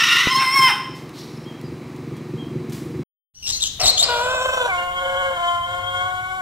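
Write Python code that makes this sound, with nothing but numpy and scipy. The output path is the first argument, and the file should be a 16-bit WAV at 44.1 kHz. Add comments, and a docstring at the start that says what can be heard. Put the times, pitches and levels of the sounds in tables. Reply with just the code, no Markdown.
"""Two roosters, porch and garden

A rooster on a porch rasps, crows and breaks off while an engine idles, growing louder, and a chick peeps.
After a short silence, in a garden: shrill squawks, then a long low crow that flutters, drops in pitch
and is drawn out over a slowly sinking rumble. Voices are harmonic series shaped by throat spectra,
the engine is a pulse train through damped modes, and air and rumble are filtered noise."""
import sys
import numpy as np
from scipy import signal
from scipy.fft import rfft, irfft, next_fast_len
from scipy.io import wavfile
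from scipy.ndimage import map_coordinates

SR = 44100
rng = np.random.default_rng(int(sys.argv[2]) if len(sys.argv) > 2 else 0)


def wrap_up_sound(samples):
    """Save the sound to the file named by the first command line argument, as 16-bit audio."""
    columns = np.atleast_2d(samples).T
    # keep every value between -1 and 1, then stretch to whole-number steps
    tamed = np.clip(columns, -1, 1)
    steps = np.round(tamed * 32767).astype(np.int16)
    wavfile.write(sys.argv[1], SR, steps)


N = 282681
TIME = np.arange(N) / SR
TOP_HZ = 15750  # band limit of the voices and of the whole sound
TREMOR_HZ = 25.24  # both birds shake their voices at this rate
PORCH_END_S, GARDEN_START_S = 3.03, 3.345


# Held note of the porch crow: time_s, pitch_hz, level_db (before mixing)
CROW_NOTE = [(0.24, 999, -18), (0.286, 992, -19), (0.314, 1071, -20), (0.336, 1013, -17.5),
             (0.364, 1063, -14), (0.395, 1055, -18.5), (0.43, 1053, -17), (0.475, 1030, -18),
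             (0.53, 1073, -18.5), (0.562, 1102, -12), (0.59, 1056, -10.5), (0.61, 1049, -14.5),
             (0.626, 1055, -8.5), (0.672, 1033, -13.5)]
# Spells in which that voice breaks up: start_s, end_s, added_roughness (0-1), added_doubling (0-1)
CROW_BREAKS = [(0, .27, 0.54, 0.62), (.405, .425, .34, 0.35), (.5, .64, .04, .06), (.7, .76, 0.38, 0.6)]
# Throat spectrum with the beak half open: frequency_hz, relative_level_db
HALF_OPEN_THROAT = [(600, -52), (850, -45.5), (1050, -2), (1400, -2), (1650, -18.5), (1950, 2.5),
                    (2300, -9), (2800, 1), (3250, -9), (3700, -5), (4700, -18), (5600, -8.5), (6800, -24),
                    (15000, -33.5)]
# Throat spectrum with the beak wide open: frequency_hz, relative_level_db
WIDE_OPEN_THROAT = [(620, -48), (800, 3), (1050, -2), (1550, 1), (2100, -5), (2600, 2), (3050, -17),
                    (3280, -17), (3650, -2), (4100, -22), (4750, -24), (5300, -3), (6200, -31),
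                    (7400, -32.5), (8700, -19), (11500, -37), (13200, -32), (15000, -44)]
# Beak resonance, which rings out at the climax: time_s, centre_hz, added_gain (ratio, before flicker)
CROW_BEAK_RING = [(.6, 3150, 0), (.63, 3160, 1.8), (.66, 3110, 1.4), (.68, 3100, 2.6)]
# Spectrum of air through the open beak: frequency_hz, relative_level_db
BEAK_HISS = [(3000, -45), (6000, -3.5), (9000, -1.5), (15000, -3.5)]


def porch_rooster():
    """Source and filter: a shaking rasp clears as the beak opens, then the pitch collapses."""
    rasp_end_s, rasp_hz, rasp_db = .19, 940, -14.5
    shake_crest_s, shake_bend, shake_db = 0.0068, 0.023, 2  # bend as a share of the pitch
    fall_s, fall_hz_per_s = .675, 6300
    end_s, release_s = 0.708, 0.019
    pitch, db = curves([(rasp_end_s, rasp_hz, rasp_db)] + list(CROW_NOTE))
    beak = ramp(0.24, 0.22)  # 0 half open, 1 wide open
    shake = (1 - beak) * tremor(shake_crest_s)
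    fall = fall_hz_per_s * np.clip(TIME - fall_s, 0, end_s + release_s - fall_s)
    pitch = pitch * (1 + shake_bend * shake) - fall
    db = db + shake_db * shake - 6.1 * ramp(fall_s, 0.06)
    envelope = amp(db) * gate(0, end_s, release=release_s)
    quality = voice_quality(CROW_BREAKS)
    narrow = syrinx(pitch, envelope, quality, HALF_OPEN_THROAT, jitter=.055, jitter_rate=250,
                    hiss=1.1, shimmer_db=2.2, count=16)
    wide = syrinx(pitch, envelope, quality, WIDE_OPEN_THROAT, jitter=.07, jitter_rate=800,
                  hiss=1.3, shimmer_db=2, count=16, ring=CROW_BEAK_RING)
    # sine and cosine crossfade from one throat shape to the other
    voice = amp(-1.0) * np.cos(beak * np.pi / 2) * narrow
    voice = voice + amp(-2.0) * np.sin(beak * np.pi / 2) * wide
    voice = voice + amp(-24.5) * beak * envelope * noise(BEAK_HISS)
    # a slap off the house front makes each gliding harmonic swell and dip
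    slap = amp(-17.5) * np.interp(TIME - .0135, TIME, voice, left=0)
    return amp(-1.0) * (voice + slap) + amp(-5.5) * porch_room(voice)


# Fluttering note: time_s, pitch_hz (before tremor)
FLUTTER_PITCH = [(4.09, 484.2), (4.2, 477.5), (4.236, 496.9), (4.356, 520), (4.39, 503.2), (4.46, 515),
                 (4.57, 514), (4.64, 479.7), (4.69, 475.6)]
# Throat spectrum of the fluttering note: frequency_hz, relative_level_db
FLUTTER_FILTER = [(300, -49), (470, -9.5), (520, -5), (620, 10), (780, -6), (1020, -3.5), (1530, -4),
                  (1850, -25), (2500, -14), (3600, -15), (5250, -41), (5620, -21), (5900, -28), (6600, -32),
                  (7400, -19), (9200, -41.5), (11000, -35), (15000, -43.5)]
# Drawn-out note: time_s, pitch_hz (before the slide and wander)
DRAWL_PITCH = [(4.68, 371.8), (4.745, 355), (5.08, 363.7), (5.32, 362.3), (5.38, 347.4), (5.5, 348.6),
               (5.625, 345.5), (5.665, 354.1), (5.84, 359), (6.14, 366.4), (6.41, 373.1)]
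# Spells in which the drawl breaks up: start_s, end_s, added_roughness (0-1), added_doubling (0-1)
DRAWL_BREAKS = [(4.68, 4.72, .06, 0), (4.8, 5, 0.04, 0.08), (5.04, 5.31, 0.07, 0.4), (5.33, 5.37, .1, 0.15),
                (5.69, 6.12, 0.03, 0.09)]
# Throat spectrum of the drawl: frequency_hz, relative_level_db
DRAWL_FILTER = [(360, -26), (540, 9.5), (720, -2), (1080, 1), (1260, -13.5), (1440, -1), (1630, 2.5),
                (1850, -26.5), (2050, -16), (2200, -4), (2600, -35), (2850, -22.5), (3150, -18.5),
                (3700, -25.5), (4400, -34), (5300, -35.5), (7400, -32), (15000, -57)]
# Beak resonance of the drawl: time_s, centre_hz, added_gain (ratio, before flicker)
DRAWL_BEAK_RING = [(4.7, 2260, 2.3), (4.735, 2190, 2), (4.79, 2900, 5.4), (5.05, 3123, 8.6),
                   (5.4, 3050, 4.7), (5.55, 3160, 3.4), (5.68, 3170, 5.2), (5.95, 3200, 5.3),
                   (6.05, 3200, 2.2), (6.4, 3210, 1.5)]


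def garden_rooster():
    """Source and filter: grunts, a tremulous note and a lower drawl; returns the voice and its envelope."""
    start, drop = FLUTTER_PITCH[0][0], DRAWL_PITCH[0][0]
    release_s = 0.043
    high = amp(-21.5) * gate(start, drop - release_s / 2, release=release_s)
    shake = ramp(4.36, 0.083) * tremor(4.498)
    shake = shake * (1 + .25 * wobble(13))  # uneven swings
    pitch = curves(FLUTTER_PITCH)[0] * (1 + .014 * shake)
    flutter = syrinx(pitch, high, (.36, .06), FLUTTER_FILTER, jitter=.05, jitter_rate=600,
                     hiss=1.2, shimmer_db=3.5, count=30)
    # the swing of level acts mainly on the lower harmonics
    lower = filtered(flutter, lambda f: 1 / (1 + (f / 5400) ** 4))
    flutter = flutter + .42 * shake * lower

    age = np.maximum(TIME - drop, 0)
    level_db, sag_db_per_s, waver_db = -23.5, 1.3, 2.25
    db = level_db - sag_db_per_s * age + waver_db * wobble(12)
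    low = amp(db) * gate(drop, TIME[-1])
    # the pitch slides down into the drawl, then wanders
    slide = 0.086 * np.exp(-age / 0.024)
    pitch = curves(DRAWL_PITCH)[0] * (1 + slide + 0.0018 * wobble(14))
    drawl = syrinx(pitch, low, voice_quality(DRAWL_BREAKS), DRAWL_FILTER, jitter=0.085, jitter_rate=200,
                   hiss=0.31, shimmer_db=6.5, count=42, ring=DRAWL_BEAK_RING)
    return grunts() + flutter + drawl, high + low


# Hoarse grunts that open the garden crow: full_level_s, level_db (before flicker)
GRUNT_TIMES = [(3.806, -25), (4.026, -30)]
# Throat spectrum of the grunts: frequency_hz, relative_level_db
GRUNT_FILTER = [(180, -52), (300, -17.5), (463, -6), (742, 4.5), (809, -10.5), (1260, -5.5), (1720, -18),
                (1930, -9), (2520, -11), (3000, -7), (3900, -36.5), (6600, -120)]


def grunts():
    """Turbulent noise through a throat, with quick attacks and exponential decays."""
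    attack_s, hold_s, decay_db_per_s = 0.015, 0.036, 85
    envelope = 0
    for s, db in GRUNT_TIMES:
        decay_db = decay_db_per_s * np.maximum(TIME - s - hold_s, 0)
        envelope = envelope + ramp(s - attack_s, attack_s) * amp(db - decay_db)
    return envelope * noise(GRUNT_FILTER) * amp(0.43 * wobble(150))


# Squawks: start_s, length_s, start_pitch_hz, end_pitch_hz, level_db, roughness (0-1), doubling (0-1)
SQUAWK_GLIDES = [(3.348, 0.07, 2960, 2970, -33.5, 0.3, 0.3), (3.428, 0.044, 2900, 2690, -23.5, 0.4, .05),
                 (3.468, 0.039, 3634, 3606, -23, 1, .7), (3.525, .055, 4270, 4240, -26, 0.35, 1),
                 (3.604, 0.0091, 2915, 3960, -26.5, 0.4, .1), (3.622, .016, 3983, 3477, -18.5, 0.6, .1),
                 (3.646, 0.03, 3180, 3020, -25, .6, .1), (3.803, 0.016, 5600, 5055, -19, .8, .4),
                 (3.826, 0.025, 4300, 3850, -18, 0.5, 0.2), (3.859, 0.0055, 3880, 4670, -11, 0.8, .2),
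                 (3.871, 0.016, 3487, 4130, -13, 0.7, 0.3), (3.893, 0.011, 4350, 4140, -13.5, .45, .1),
                 (3.975, 0.012, 3496, 3230, -19.5, 0.5, .3), (3.993, .022, 3600, 3848, -15, 0.45, .05),
                 (4.027, .015, 3828, 4620, -14.5, .6, .05)]
# Throat spectrum of the squawks: frequency_hz, relative_level_db
SQUAWK_FILTER = [(1200, -20), (2100, -33.5), (2800, -18.5), (3500, -10), (4300, -5.5), (5600, -7.5),
                 (6700, -12), (7900, -13.5), (9500, -34), (11500, -29.5), (15500, -36)]


def squawks():
    """Irregular vibration at very high pitch: torn screeches, each one short glide."""
    out = np.zeros(N)
    for s, length, start_hz, end_hz, db, rough, doubling in SQUAWK_GLIDES:
        pitch = start_hz + (end_hz - start_hz) * ramp(s, length)
        envelope = amp(db) * gate(s, s + length, attack=0.005, release=0.008)
        out += syrinx(pitch, envelope, (rough, doubling), SQUAWK_FILTER, jitter=.11, jitter_rate=900,
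                      hiss=.5, shimmer_db=4.5, count=5)
    return out


def syrinx(pitch, envelope, quality, throat, jitter, jitter_rate, hiss, shimmer_db, count, ring=((0, 0, 0),)):
    """Membrane pulses through a throat; roughness shakes pitch and level and adds air once a cycle."""
    on = envelope > 0
    time, out = TIME[on], np.zeros(N)
    rough, doubling = ((np.clip(q, 0, 1) * np.ones(N))[on] for q in quality)
    beak_hz, beak_gain = (c[on] for c in curves(ring))
    beak_gain = np.abs(beak_gain) * amp(4 * wobble(70, time))  # the beak resonance flickers too
    pitch = pitch[on]
    shaken_pitch = pitch * (1 + jitter * rough * wobble(jitter_rate, time))
    phase = 2 * np.pi * np.cumsum(shaken_pitch) / SR
    tone, power = 0, 1e-12
    for k in range(1, 2 * count + 1):
        # alternating strong and weak pulses put lines halfway between the harmonics
        hz = pitch * k / 2
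        gain = amp(along(throat, hz)) * (hz < TOP_HZ) * (doubling if k % 2 else 1)
        power = power + gain ** 2 / 2
        gain = gain * (1 + beak_gain / (1 + ((hz - beak_hz) / 110) ** 2))
        flicker = amp(2 * np.minimum(hz / 2000, 1.5) * wobble(45, time))
        # a random fixed phase for each harmonic makes the pulses less peaky
        offset = rng.uniform(0, 2 * np.pi)
        tone = tone + gain * flicker * np.cos(k / 2 * phase + offset)
    puffs = rfft(rng.standard_normal(N)[on] * (1 + np.cos(phase)))
    throat_gain = amp(along(throat, np.fft.rfftfreq(len(time), 1 / SR)))
    air = unit(irfft(puffs * throat_gain, len(time)))
    voice = (tone / np.sqrt(power) + hiss * rough * air) / np.sqrt(1 + (hiss * rough) ** 2)
    out[on] = voice * envelope[on] * amp(shimmer_db * rough * wobble(jitter_rate / 2, time))
    return out


def tremor(crest):
    """Sinusoidal modulation: the shake of a crowing voice, from -1 to 1."""
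    return np.cos(2 * np.pi * TREMOR_HZ * (TIME - crest))


def voice_quality(spells):
    """Irregular vibration: roughness and period doubling of a clear voice that breaks up in spells."""
    rough, doubling = .07, 0.023  # the clear voice
    break_s = 0.04  # time to break or recover
    for start, end, more_rough, more_doubling in spells:
        broken = gate(start, end, break_s, break_s)
        rough = rough + more_rough * broken
        doubling = doubling + more_doubling * broken
    return rough, doubling


# Damped modes of the exhaust: centre_hz, width_hz, relative_level_db
EXHAUST_MODES = [(120, 34, -2), (127, 19.4, 5), (154.6, 7.2, 4), (220.2, 20, -3.5), (287, 160, -10.5),
                 (374, 18.4, -1.5), (503, 33, -23.5)]
# Spectrum of the gas puffs: frequency_hz, relative_level_db
GAS_PUFF = [(29, -77), (50, -52), (74, -4.5), (146, -11.5), (194, -3.5), (232, 0), (365, -0.5), (417, -29),
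            (465, -4), (555, -23.5), (700, -41), (910, -75), (1540, -120)]


def engine():
    """Impulse excitation: each firing rings the exhaust modes and lets out a puff of gas."""
    firings_per_s, firing_s = 22.87, 2.028  # rate, and the moment of one firing
    turns = firings_per_s * (TIME - firing_s)
    firings = np.diff(np.floor(turns), prepend=np.floor(turns[0])) * amp(3.1 * wobble(22.93))

    def exhaust(f):
        """Modal sum: pipe modes of alternating sign, within the band the muffler passes."""
        pipe = sum((-1) ** k * amp(g) * resonance(f, c, w) for k, (c, w, g) in enumerate(EXHAUST_MODES))
        return pipe / (1 + (f / 520) ** 8) * (1 - 1 / (1 + (f / 85) ** 8))

    beat = unit(filtered(firings, exhaust))
    gas = rng.standard_normal(N) * (1.5 + np.exp(-(turns % 1) / 0.86))
    puff = unit(filtered(gas, lambda f: amp(along(GAS_PUFF, f))))
    level_db = -40 + 4 * TIME  # steadily louder
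    return amp(level_db) * (amp(-1.5) * beat + amp(-5) * puff)


# Peeps: start_s, length_s, middle_pitch_hz, level_db, downward_glide (share of the pitch)
CHICK_PEEPS = [(1.45, 0.081, 3234, -43.5, 0.02), (1.63, 0.07, 4870, -51, 0.045),
               (2.14, 0.066, 3280, -55, 0.0057), (2.375, 0.076, 3230, -41, 0.034)]


def chick():
    """Frequency modulation: thin pure tones that arch up and down in pitch as they glide downward."""
    out = np.zeros(N)
    for s, length, hz, db, glide in CHICK_PEEPS:
        progress = ramp(s, length)
        arch = np.sin(np.pi * progress).clip(0)
        pitch = hz * (1 - .06 * (1 - arch) ** 2 - glide * (progress - .5))
        out += amp(db) * arch ** .5 * np.sin(2 * np.pi * np.cumsum(pitch) / SR)
    return out + amp(-8) * porch_room(out)


def squeal():
    """Frequency jitter: a thin, hoarse tone and its octave from a bird farther off, sagging as they fade."""
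    start_s = 1.168
    age = np.clip(TIME - start_s, 0, 1)
    pitch = (5650 - 1200 * age) * (1 + .06 * wobble(1500))
    phase = 2 * np.pi * np.cumsum(pitch) / SR
    envelope = ramp(start_s, .02) * amp(-45.5 - 55 * age + 4.6 * wobble(130))
    return envelope * (np.sin(phase) + amp(-13) * np.sin(2 * phase))


# Faint ticks and breathy noises, one perhaps a distant bird's call:
# start_s, level_db, rise_s, t60_s, centre_hz, width_hz
FAINT_NOISES = [(.94, -48.5, 0.022, 0.54, 4457, 3070), (1.092, -38, 0.00051, 0.02, 1604, 1790),
                (1.12, -42, 0.07, 0.85, 4060, 1100), (1.613, -41.5, 0.00054, 0.016, 4040, 8040),
                (1.961, -51, .001, .04, 6000, 8000), (2.165, -50.5, .001, 0.081, 5991, 8000),
                (2.695, -44, 0.00209, 0.1, 4000, 5980), (2.72, -40, 0.0025, 0.66, 3500, 5820)]
# Dull knock: start_s, level_db (before the low-pass), frequency_hz, t60_s
KNOCK = [(0.2722, -3.5, 175, 0.0081)]


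def small_sounds():
    """Exponential decay: resonant noise for ticks and breathy noises, a damped cosine for one dull knock."""
    out = np.zeros(N)
    for s, db, rise, t60, hz, width in FAINT_NOISES:
        age = np.maximum(TIME - s, 0)
        grain = unit(filtered(rng.standard_normal(N), lambda f: resonance(f, hz, width)))
        decay = np.exp(-np.log(1000) * np.maximum(age - rise, 0) / t60)
        out += grain * np.minimum(age / rise, 1) * amp(db) * decay
    for s, db, hz, t60 in KNOCK:
        age = np.maximum(TIME - s, 0)
        decay = np.exp(-np.log(1000) * age / t60)
        push = amp(db) * decay * np.cos(2 * np.pi * hz * age) * (age > 0)
        out += filtered(push, lambda f: 1 / (1 + (f / 800) ** 4))
    return out


# Reverberation on the porch: frequency_hz, t60_s
PORCH_DECAY = [(200, 0.12), (1000, 0.62), (5000, 0.63), (12000, 0.42)]


def porch_room(x):
    """Diffuse reverberation of the porch surroundings."""
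    return reverb(x, PORCH_DECAY)


# Spectrum of the porch air: frequency_hz, relative_level_db
PORCH_BACKGROUND = [(240, -36), (400, -13), (643, -16.5), (1200, -16), (1470, -23.5), (2250, -20.5),
                    (3010, -29), (4030, -31), (4220, -29.5), (13900, -45.5), (15500, -43.5)]


def porch():
    """Superposition: everything by the house, the same in both ears, over air noise and a faint whine."""
    air = amp(-45) * noise(PORCH_BACKGROUND)
    whine = amp(-61) * np.sin(2 * np.pi * 3950 * TIME + .6 * wobble(30))
    return porch_rooster() + engine() + chick() + squeal() + small_sounds() + air + whine


# Interaural cues of the garden voices: time_s, left_minus_right_db, left_lag_samples
VOICE_BEARING = [(3.7, 5.2, 3.65), (4.05, 4, 3.65), (4.25, .5, 4.5), (4.75, .2, 9), (5.7, 3, 9.3)]
# Reverberation in the garden: frequency_hz, t60_s
GARDEN_DECAY = [(300, 0.47), (1000, 1), (4000, 0.77), (12000, 0.088)]
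# Spectrum of the garden rumble: frequency_hz, relative_level_db
GARDEN_RUMBLE = [(20, -2), (60, 2.5), (105, -0.5), (160, -6.5), (300, -14), (700, -25.5), (2000, -25),
                 (2600, -30), (3300, -15), (5200, -37), (7500, -29.5), (9500, -27), (15000, -32.5)]


def garden():
    """Interaural differences place the voices; walls answer diffusely over partly correlated rumble."""
    shrill = squawks()
    crow, effort = garden_rooster()
    # air through the beak follows the effort of the crow
    hiss = unit(filtered(rng.standard_normal(N), lambda f: resonance(f, 7320, 480)))
    hiss = amp(-27.5) * effort * hiss
    rumble = noise(GARDEN_RUMBLE)
    swell_db = 11.5 * np.exp(-((TIME - 3.85) / 0.03) ** 2)  # the rumble swells briefly
    rumble_db = -41 - 1.53 * (TIME - GARDEN_START_S) + swell_db
    # a low drone rises out of the rumble
    hum = unit(filtered(rng.standard_normal(N), lambda f: resonance(f, 100.5, 12) ** 2))
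    hum = amp(-44.5) * gate(5.6, 6.15, 0.081, 0.23) * hum
    pan_db, lag = curves(VOICE_BEARING)
    ears = []
    for side in (1, -1):  # left, right
        direct = map_coordinates(shrill + crow, [np.arange(N) - side * lag / 2]) + hiss
        walls = reverb(amp(-9) * shrill + amp(-12) * crow, GARDEN_DECAY)
        air = amp(rumble_db) * (rumble + 0.37 * noise(GARDEN_RUMBLE))
        ears.append(amp(side * pan_db / 2) * (direct + walls) + air + hum)
    fade_in_db = 22 * (ramp(GARDEN_START_S, 0.16) - 1)
    return np.array(ears) * amp(fade_in_db)


def reverb(x, t60s):
    """Diffuse reverberation: convolution with noise in which each frequency dies at its own speed."""
    hz, t, z = signal.stft(rng.standard_normal(SR * 3 // 4), SR, nperseg=256)
    decay = amp(-60 * t / along(t60s, hz)[:, None])
    tail = signal.istft(z * decay, SR, nperseg=256)[1]
    tail = np.pad(tail, (SR // 200, 0))  # 5 ms before the first answer
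    return signal.fftconvolve(x, tail / np.linalg.norm(tail))[:N]


def resonance(f, centre, width):
    """Damped oscillator: causal response of one mode."""
    return 1j * f * width / (centre ** 2 - f ** 2 + 1j * f * width)


def noise(spectrum):
    """Spectral shaping: coloured noise of rms 1."""
    return unit(filtered(rng.standard_normal(N), lambda hz: amp(along(spectrum, hz))))


def filtered(x, response):
    """Linear filtering: the spectrum of x times a response of frequency."""
    m = next_fast_len(N + SR // 4)
    return irfft(rfft(x, m) * response(np.fft.rfftfreq(m, 1 / SR)), m)[..., :N]


def wobble(rate, time=TIME):
    """Band-limited fluctuation: a smooth random curve, rate knots a second."""
    return map_coordinates(rng.standard_normal(int(N * rate / SR) + 4), [time * rate])


def ramp(start, length):
    """Linear onset from zero to one, beginning at start."""
    return np.clip((TIME - start) / length, 0, 1)


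def gate(start, end, attack=0.0077, release=0.0056):
    """Trapezoidal envelope: one between two times, with an attack before and a release after."""
    return ramp(start - attack, attack) * (1 - ramp(end, release))


def curves(rows):
    """Linear interpolation: one value per sample for each column after the time."""
    s, *cols = np.transpose(rows)
    return [np.interp(TIME, s, c) for c in cols]


def along(points, hz):
    """Logarithmic frequency scale: interpolates (Hz, value) points."""
    f, v = np.transpose(points)
    return np.interp(np.log(hz + 1), np.log(f + 1), v)


def amp(db):
    """Decibel law: amplitude ratio of a level."""
    return 10 ** (np.asarray(db) / 20)


def unit(x):
    """Power normalisation: scales x to rms 1."""
    return x / np.sqrt(np.mean(x ** 2) + 1e-20)


def scene():
    """Succession in time: the porch, a moment of silence, the garden."""
    return porch() * gate(0, PORCH_END_S) + garden() * gate(GARDEN_START_S, TIME[-1])


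def record(dry):
    """Saturation and band limiting: loud peaks are rounded off; nothing is kept above the band limit."""
    overload = .75  # amplitude that the rounded peaks approach
    rounded = dry / (1 + np.abs(dry / overload) ** 6) ** (1 / 6)
    return filtered(rounded, lambda hz: hz < TOP_HZ)


dry = scene()
out = record(dry)
wrap_up_sound(out)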